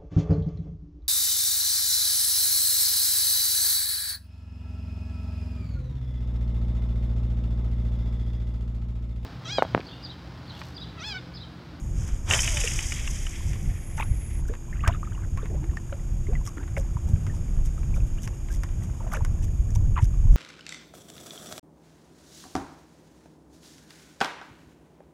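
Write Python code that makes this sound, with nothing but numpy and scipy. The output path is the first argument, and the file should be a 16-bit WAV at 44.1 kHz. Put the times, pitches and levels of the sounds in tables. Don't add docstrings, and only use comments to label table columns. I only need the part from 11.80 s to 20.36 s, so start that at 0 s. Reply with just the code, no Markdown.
import sys
import numpy as np
from scipy import signal
from scipy.fft import rfft, irfft, next_fast_len
from scipy.io import wavfile
from scipy.ndimage import uniform_filter1d

SR = 44100
rng = np.random.default_rng(int(sys.argv[2]) if len(sys.argv) > 2 else 0)


def waveform_to_disk(signal):
    frames = np.transpose(np.atleast_2d(signal))
    scaled = np.clip(frames, -1, 1) * 32767
    samples = np.round(scaled).astype(np.int16)
    wavfile.write(sys.argv[1], SR, samples)


N = 377496
T = np.arange(N) / SR
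LET_GO_S, BEATS_PER_S = .5094, 12.896

# frequency in Hz, spectral level in dB.
LINE_COLOUR = [(3500, -34), (5000, -5), (6600, 0), (8000, -8), (11000, -17), (13000, -28), (15000, -47)]
# frequency in Hz, spectral level in dB.
MID_COLOUR = [(600, -4), (1200, 2), (2000, 0), (3500, -12.5), (4500, -6)]
# frequency in Hz, spectral level in dB.
RUMBLE_COLOUR = [(45, -30.5), (80, 2.5), (110, -1), (160, -8), (250, -22.5), (400, -33), (800, -39)]


def undb(db):
    return 10 ** (np.asarray(db) / 20)


def unit(x):
    return x / np.sqrt(np.mean(x ** 2))


def curves(table, outside):
    s, *columns = np.transpose(table)
    return [np.interp(T, s, c, outside, outside) for c in columns]


def colour(x, points):
    size = next_fast_len(N)
    hz, db = np.transpose(points)
    bin_hz = np.arange(size // 2 + 1) * SR / size
    gain = undb(np.interp(np.log(bin_hz + 1), np.log(hz), db, -120, -120))
    return unit(irfft(rfft(x, size) * gain, size)[:N])


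def white():
    return rng.standard_normal(N)


def walk(rate):
    k = int(SR / rate)
    held = rng.standard_normal(N // 50)[np.arange(N) // max(k, 50)]
    return unit(uniform_filter1d(uniform_filter1d(held, k), k))


def band(x, hz, width):
    return signal.lfilter(*signal.iirpeak(hz, hz / width, SR), x)


def add(out, s, sound):
    i = int(s * SR)
    out[i:i + len(sound)] += sound[:len(out) - i]


def ring(hz, t60, rise=0., attack=0.00041):
    t = np.arange(int(t60 * SR) + 2) / SR
    phase = 2 * np.pi * np.cumsum(np.minimum(hz * 2 ** (rise * t), SR / 3)) / SR
    return np.sin(phase) * (1 - np.exp(-t / attack)) * np.exp(-np.log(1000) * t / t60)


def spool_speed(drag_per_s=.58964, friction_beats_per_s=6.3594, creep=0.11):
    since = np.maximum(T - LET_GO_S, 0)
    rate = (BEATS_PER_S + friction_beats_per_s) * np.exp(-drag_per_s * since) - friction_beats_per_s
    return np.where(T > LET_GO_S, np.maximum(rate / BEATS_PER_S, creep), 0)


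def running(full_speed_db, power, spin_up_s=0.034, stop_s=2.62, fade_s=0.021):
    on = np.clip((T - LET_GO_S) / spin_up_s, 0, 1) * np.clip((stop_s - T) / fade_s, 0, 1)
    return undb(full_speed_db) * on * spool_speed() ** power


def cast():
    # peak time in seconds, level in dB, rise and fall in seconds.
    strokes = [(.27, -50.5, 0.11, 0.14), (0.536, -24.5, 0.042, 0.037)]
    # centre in Hz, width in Hz, relative level in dB.
    whirr_bands = [(2224, 670, -2.5), (2573, 660, 3), (3150, 740, 5.5), (3930, 1150, 1.5)]
    # frequency in Hz, spectral level in dB.
    whoosh_colour = [(300, -13), (600, -6.5), (1700, -8), (2400, -20)]
    sizzle_colour = [(7500, -2), (9500, 2), (11000, 2), (13000, -8), (14800, -11)]
    swing = sum(undb(db) * np.exp(-((T - s) / np.where(T < s, rise, fall)) ** 2)
                for s, db, rise, fall in strokes)
    line = colour(white() * undb(2.5 * walk(300) + 1.5 * walk(25)), LINE_COLOUR)
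    rub = white() * undb(2.2 * walk(60))
    whirr = unit(sum(undb(db) * unit(band(band(rub, hz, width), hz, 2 * width))
                     for hz, width, db in whirr_bands))
    whoosh = colour(white(), whoosh_colour)
    drone = unit(band(band(rub, 2180, 660), 2180, 1400))
    sizzle = colour(white(), sizzle_colour)
    return (np.hypot(swing, running(-27.5, power=2.03)) * line
            + np.hypot(undb(-5) * swing, running(-33, power=1.58)) * whirr
            + np.hypot(undb(-4.5) * swing, running(-44.5, power=2.1)) * whoosh
            + running(-53.5, power=0.29) * drone
            + running(-56.5, power=0.17) * sizzle)


def spool_ticks(beat_count=9):
    # start in seconds, strength in dB.
    off_beat = [(.5094, -5), (.5346, -7), (0.633, -23), (0.8124, -18.5), (0.8366, -18), (0.9137, -24)]
    # nominal pitch in Hz, relative level in dB, nominal t60 in seconds.
    modes = [(1430, -21, 0.024), (1970, -15, 0.043), (2300, -11.5, 0.022), (2654, -3.5, 0.022),
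             (2950, -9, 0.047), (3740, -11, 0.018)]
    ringing, scratch_gain = np.zeros((2, N))
    speed = spool_speed()
    beats = np.searchsorted(np.cumsum(speed) * BEATS_PER_S / SR, np.arange(beat_count) + 1)
    on_beat = [(i / SR, -9 + 28 * np.log10(speed[i])) for i in beats]
    t = np.arange(800) / SR
    scratch_shape = np.exp(-t / 0.0047) * (1 - np.exp(-t / 0.00082))
    for s, db in on_beat + off_beat:
        pace = speed[int(s * SR) + 1]
        for hz, mode_db, t60 in modes:
            scatter_db, detune = rng.normal(0, [1.4, 0.056])
            tone = ring(hz * (.88 + 0.115 * pace + detune), t60 * (0.18 + 0.84 * pace))
            add(ringing, s, undb(db + mode_db + scatter_db) * tone)
        add(scratch_gain, s, undb(-26 + 0.45 * db) * scratch_shape)
    scratch = colour(white(), LINE_COLOUR) + 0.73 * colour(white(), MID_COLOUR)
    return ringing * undb(1.8 * walk(400)) + scratch_gain * scratch


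def spool_squeal():
    # time in seconds, pitch in Hz, level in dB, spread in Hz.
    course = [(1.8, 11040, -72, 206), (1.95, 11100, -63, 205), (2.05, 10840, -53, 167),
              (2.3, 10750, -52, 60), (2.6, 10740, -52.5, 30), (2.635, 10720, -75, 30)]
    hz, db, spread = curves(course, -120)
    phase = 2 * np.pi * np.cumsum(np.maximum(hz + spread * walk(460), 0)) / SR
    return undb(db) * ((0.93 + 0.5 * walk(170)) * np.sin(phase) + 0.52 * walk(260) * np.cos(phase))


def spool_whine():
    # time in seconds, turns per second, level in dB.
    spin = [(.55, 430, -55), (.6, 340, -49), (.78, 302, -45.5), (.95, 260, -66)]
    turns, db = curves(spin, -120)
    angle = 2 * np.pi * np.cumsum(np.maximum(turns, 0) * (1 + .05 * walk(60))) / SR
    return undb(db + 3.7 * walk(29.6)) * (np.sin(2 * angle) + 0.6 * np.sin(3 * angle))


def reel_rattle(knocks_per_s=240, knock_decay_s=.0006, winding_from_s=5.1):
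    # start in seconds, length in seconds, relative level in dB.
    bursts = [(0.265, 0.03, -54), (2.15, 0.093, -51), (2.675, 0.026, -54.5), (4.645, 0.056, -46),
              (4.958, 0.048, -49.5), (5.272, 0.043, -57), (5.536, 0.034, -55), (5.836, 0.047, -50.5),
              (5.978, .025, -61), (6.14, 0.041, -54), (6.263, .03, -56), (6.413, 0.059, -48.5),
              (6.697, 0.079, -48), (7.022, .04, -55.5), (7.312, 0.067, -46), (7.617, 0.041, -49),
              (7.949, 0.016, -43), (8.208, 0.055, -48), (8.513, 0.045, -57)]
    # frequency in Hz, spectral level in dB.
    knock_colour = [(3000, -2), (6500, 6.5), (9000, -2.5), (12000, -2.5), (15000, -11)]
    scrape_colour = [(1500, -7), (3200, -4.5), (5000, -10.5), (6200, 0), (8000, -9), (11000, -11.5)]
    gate = np.zeros(N)
    for s, length, db in bursts:
        add(gate, s, undb(db) * np.hanning(int(length * SR)) ** .5)
    impacts = (rng.random(N) < knocks_per_s / SR) * undb(2.5 * white())
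    decays = signal.lfilter([1], [1, -np.exp(-1 / (knock_decay_s * SR))], impacts)
    knocks = colour(white() * decays, knock_colour)
    scrape = colour(white() * undb(4.8 * walk(150)), scrape_colour)
    winding = undb(-79 + 6 * walk(25)) * (T > winding_from_s)
    return 1.05 * gate * knocks + (1.09 * gate + winding) * scrape


def reel_clicks():
    # start in seconds, level of the low band in dB, the high band against it in dB.
    clicks = [(0.289, -42, 1), (2.7373, -38, -21), (2.7524, -44, -17), (3.0774, -21, -3),
              (3.5746, -36.5, -12), (3.6573, -38.5, -23), (3.9697, -37, -6.5), (4.664, -48, 12),
              (4.674, -43.5, 11.5), (4.8779, -42, -30), (5.009, -57, 14), (5.4663, -37.5, -5.5),
              (6.0317, -48, -18), (6.476, -37, 0), (6.6862, -40, -23), (6.8348, -34.5, -1.5),
              (6.889, -44, -18), (7.4493, -36, 1.5), (7.9059, -53, 8), (7.958, -54, 12)]
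    # frequency in Hz, spectral level in dB.
    edge_colour = [(4000, -13), (5500, 6.5), (7000, -2.5), (10000, -10), (14500, -26)]
    low, high = np.zeros((2, N))
    t = np.arange(800) / SR
    snap = np.exp(-t / .001)
    for s, db, high_db in clicks:
        add(low, s, undb(db) * (snap + 0.57 * np.exp(-t / 0.01)))
        add(high, s, undb(db + high_db) * (snap + 0.41 * np.exp(-t / 0.0057)))
    return low * colour(white(), MID_COLOUR) + high * colour(white(), edge_colour)


def hull_gurgles():
    # start in seconds, level in dB, first pitch in Hz, length in seconds, octaves per second.
    bubbles = [(.84, -29, 485, 0.016, -3.5), (2.177, -34.5, 837, 0.046, 10.5),
               (2.196, -31.5, 2594, 0.015, -14), (2.201, -21, 854, 0.0059, 12),
               (2.21, -21, 2170, 0.0022, -6), (2.228, -22.5, 1010, .0032, 47),
               (2.685, -43.5, 1500, .013, 17.5), (2.697, -31, 425, 0.024, 7),
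               (2.928, -36.5, 1740, .011, 28), (2.993, -39, 1900, 0.0077, 17),
               (3.006, -36.5, 2570, 0.0072, 21), (3.038, -23, 1120, 0.01, 12), (3.059, -28, 1610, .019, 1),
               (3.074, -15.5, 1170, 0.0041, 24), (3.088, -24, 655, 0.013, 6), (3.097, -25, 950, 0.0058, 17),
               (3.147, -33, 1320, 0.0071, -14), (3.23, -28, 1200, 0.0069, 6),
               (3.273, -34.5, 1170, 0.0055, 21), (3.318, -41, 1270, 0.0078, 38),
               (3.35, -42, 2740, 0.0058, 14), (3.378, -38, 1180, .0054, -10), (3.577, -36, 1070, 0.02, 7),
               (3.63, -32, 477, 0.015, -18), (3.7, -35.5, 380, 0.015, 17), (3.742, -35, 421, 0.021, 34.5),
               (3.82, -33, 285, 0.037, 6.5), (3.912, -38, 292, 0.025, 11), (3.971, -24.5, 1815, 0.0059, -1),
               (4.124, -31.5, 573, .017, -3), (4.469, -39, 2120, 0.0058, 3), (4.486, -29.5, 350, 0.025, 18),
               (4.527, -35.5, 725, .01, -7), (4.553, -32, 2080, 0.0088, -9), (4.674, -36, 1160, 0.014, -4),
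               (4.77, -33.5, 292, 0.056, -1.5), (4.773, -36.5, 1400, 0.0094, -1),
               (4.796, -42, 1410, 0.021, 11), (4.97, -38.5, 1960, .0066, 4), (4.972, -26, 559, 0.021, -1.5),
               (5.169, -27.5, 1010, 0.0053, 5), (5.497, -41, 1800, 0.017, 0),
               (6.141, -38, 2420, .0065, -11), (6.165, -41, 1263, 0.0092, 6.5),
               (6.385, -41, 2870, .007, 12), (6.479, -43, 965, .0086, 26), (6.702, -42, 1535, 0.017, 8),
               (6.838, -40, 970, 0.012, 11), (7.206, -36.5, 870, 0.0093, 6), (7.24, -40, 640, .017, 19),
               (7.267, -33, 735, 0.013, -21), (7.324, -34, 717, 0.033, 12), (7.333, -26, 1150, 0.018, 41),
               (7.346, -34, 2210, .0063, 7), (7.348, -31.5, 623, .013, -1), (7.368, -33.5, 446, 0.02, 1),
               (7.408, -32, 880, 0.0072, 29), (7.449, -42, 1030, .012, 7), (7.957, -40.5, 910, 0.012, 15),
               (8.164, -26, 1193, 0.017, -1.5), (8.176, -20.5, 1082, 0.013, -10.5),
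               (8.191, -29, 873, 0.012, 7)]
    tones, fizz_gain = np.zeros((2, N))
    for s, db, hz, length, rise in bubbles:
        tone = ring(hz, 6.06 * length, rise, attack=0.028 * length)
        age = np.arange(len(tone)) / (length * SR)
        closing = np.exp(-(age / 2.5) ** 4)
        add(tones, s, undb(db) * tone * closing)
        add(fizz_gain, s, undb(db - 19.5) * np.exp(-age / 1.5))
    rough = np.real(signal.hilbert(tones, next_fast_len(N))[:N] * np.exp(1j * 0.68 * walk(350)))
    fizz = colour(white() * undb(8.3 * walk(300)), MID_COLOUR)
    return rough * undb(1.53 * walk(250)) + fizz_gain * fizz


def wavelet_slaps(spread_octaves=1.8):
    # start in seconds, length in seconds, typical bubble level in dB, centre pitch in Hz.
    slaps = [(2.178, 0.06, -32, 2120), (2.74, 0.024, -60, 1700), (2.879, 0.11, -46.5, 1710),
             (3.239, 0.14, -45.5, 2000), (3.01, 0.071, -41.5, 2220), (3.052, 0.12, -42, 1930),
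             (3.102, 0.058, -38, 2160), (3.385, 0.067, -46.5, 1430), (3.574, 0.055, -45, 1950),
             (3.705, 0.056, -48, 495), (4.485, 0.045, -54, 800), (4.773, 0.11, -64, 1610),
             (4.964, 0.016, -30.5, 1610), (6.155, 0.029, -44.5, 870), (6.37, .11, -50, 2210),
             (7.002, .06, -52.5, 2000), (7.198, 0.11, -46, 920), (7.314, 0.058, -33.5, 1860),
             (7.34, 0.076, -47.5, 660), (8.155, 0.051, -34, 1930)]
    trickle = (0, N / SR, -48.0, 1503)
    spray = np.zeros(N)
    for s, length, db, centre_hz in slaps + [trickle]:
        count = int(min(700 * length, 60 * length + 40, 500))
        for when, pitch in rng.random((count, 2)):
            hz = centre_hz * 2 ** (spread_octaves * (pitch - .5))
            bubble = ring(hz, t60=22 / hz, rise=11, attack=0.001)
            add(spray, s + when * length, undb(rng.normal(db, 5.1)) * bubble)
    return spray


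def wind():
    # time in seconds, buffet level in dB, rumble level in dB.
    gusts = [(0.0, -36, -35), (0.07, -30, -34), (1.67, -28, -33), (2.19, -32.5, -37), (2.34, -18.5, -29),
             (2.46, -30, -38), (3.05, -24, -30), (3.07, -30, -24), (3.22, -30, -33.5), (3.84, -32.5, -34.5),
             (3.91, -28, -28), (4.0, -33.5, -35.5), (4.6, -23, -29), (4.67, -30.5, -29.5),
             (5.22, -25, -34.5), (5.36, -28, -22.5), (5.41, -29.5, -30), (5.77, -23, -32), (6.56, -30, -33),
             (6.75, -20.5, -34), (7.03, -34, -34.5), (8.56, -14.5, -27.5)]
    # frequency in Hz, spectral level in dB.
    buffet_colour = [(12, -28), (25, 0), (50, -5), (75, -9), (110, -48)]
    # centre time in seconds, peak level in dB, frequency in Hz.
    puffs = [(.335, -15.5, 40), (1.06, -19, 60), (2.314, -11, 76), (3.085, -10, 56), (3.899, -13.5, 56),
             (4.549, -17.5, 90), (5.16, -13.5, 94.5), (5.34, -8.5, 73.7), (7.804, -11.5, 65),
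             (7.971, -10.5, 78.6), (8.234, -5, 85.5), (8.454, -7, 81), (8.51, -7.5, 50)]
    buffet_db, rumble_db = curves(gusts, -30)
    buffet = undb(buffet_db) * colour(white(), buffet_colour)
    rumble = undb(rumble_db) * colour(white(), RUMBLE_COLOUR)
    flutter = undb(2.95 * walk(12) + 0.5 * walk(4.08))
    out = flutter * (buffet + rumble)
    t = np.arange(-1500, 1500) / SR
    for s, db, hz in puffs:
        swell = undb(db) * np.exp(-(t * hz / 0.51) ** 2)
        add(out, s + t[0], swell * np.cos(2 * np.pi * (hz * t + rng.random())))
    return out


def hiss_and_hum(hum_hz=339.8):
    # frequency in Hz, spectral level in dB.
    hiss_colour = [(200, 8.5), (330, -0.5), (460, -6), (1000, -11), (1900, -17.5), (2500, -18), (4000, -20),
                   (6500, -18.5), (8000, -22), (12700, -28), (13100, -66)]
    hiss = undb(-50 + .7 * walk(3)) * colour(white(), hiss_colour)
    hum = undb(-53 + 0.43 * walk(7.5)) * np.sin(2 * np.pi * hum_hz * T + .5 * walk(7.7))
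    return hiss + hum


def camera_whine(frame_hz=29.97):
    # their multiples of the frame rate, and their relative levels in dB.
    multiples = [80, 159, 221, 239, 257, 283, 301, 424]
    levels_db = [-71, -73, -57.5, -62, -74.5, -90, -70, -74.5]
    frame_phase = T * frame_hz % 1
    on = uniform_filter1d(1. * ((frame_phase < .65) | (frame_phase > .82)), size=110)
    return on * sum(undb(db + 3) * np.sin(2 * np.pi * k * frame_hz * T + k)
                    for k, db in zip(multiples, levels_db))


def scene():
    # frequency in Hz, spectral level in dB.
    side_colour = [(150, -22), (220, -9.5), (690, -16.5), (930, -26), (2700, -34), (3200, -52),
                   (7250, -47.5), (8500, -29.5), (12700, -33.5), (13200, -35)]
    air = wind()
    tackle = cast() + spool_ticks() + spool_squeal() + spool_whine() + reel_rattle() + reel_clicks()
    mid = tackle + hull_gurgles() + wavelet_slaps() + air + hiss_and_hum() + camera_whine()
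    side = undb(-64 + 4.0 * walk(1.7)) * colour(white(), side_colour)
    side += 0.01 * np.std(air) * colour(white(), RUMBLE_COLOUR) - 0.013 * air
    return np.array([mid + side, mid - side])


def record(dry):
    cavity_hz, width_hz, ceiling, top_hz = 4200, 1540, .65, 15100
    notched = signal.lfilter(*signal.iirnotch(cavity_hz, cavity_hz / width_hz, SR), dry)
    rounded = notched / (1 + (notched / ceiling) ** 4) ** .25
    return signal.sosfilt(signal.ellip(10, .2, 80, top_hz, fs=SR, output="sos"), rounded)


dry = scene()
out = record(dry)
waveform_to_disk(out)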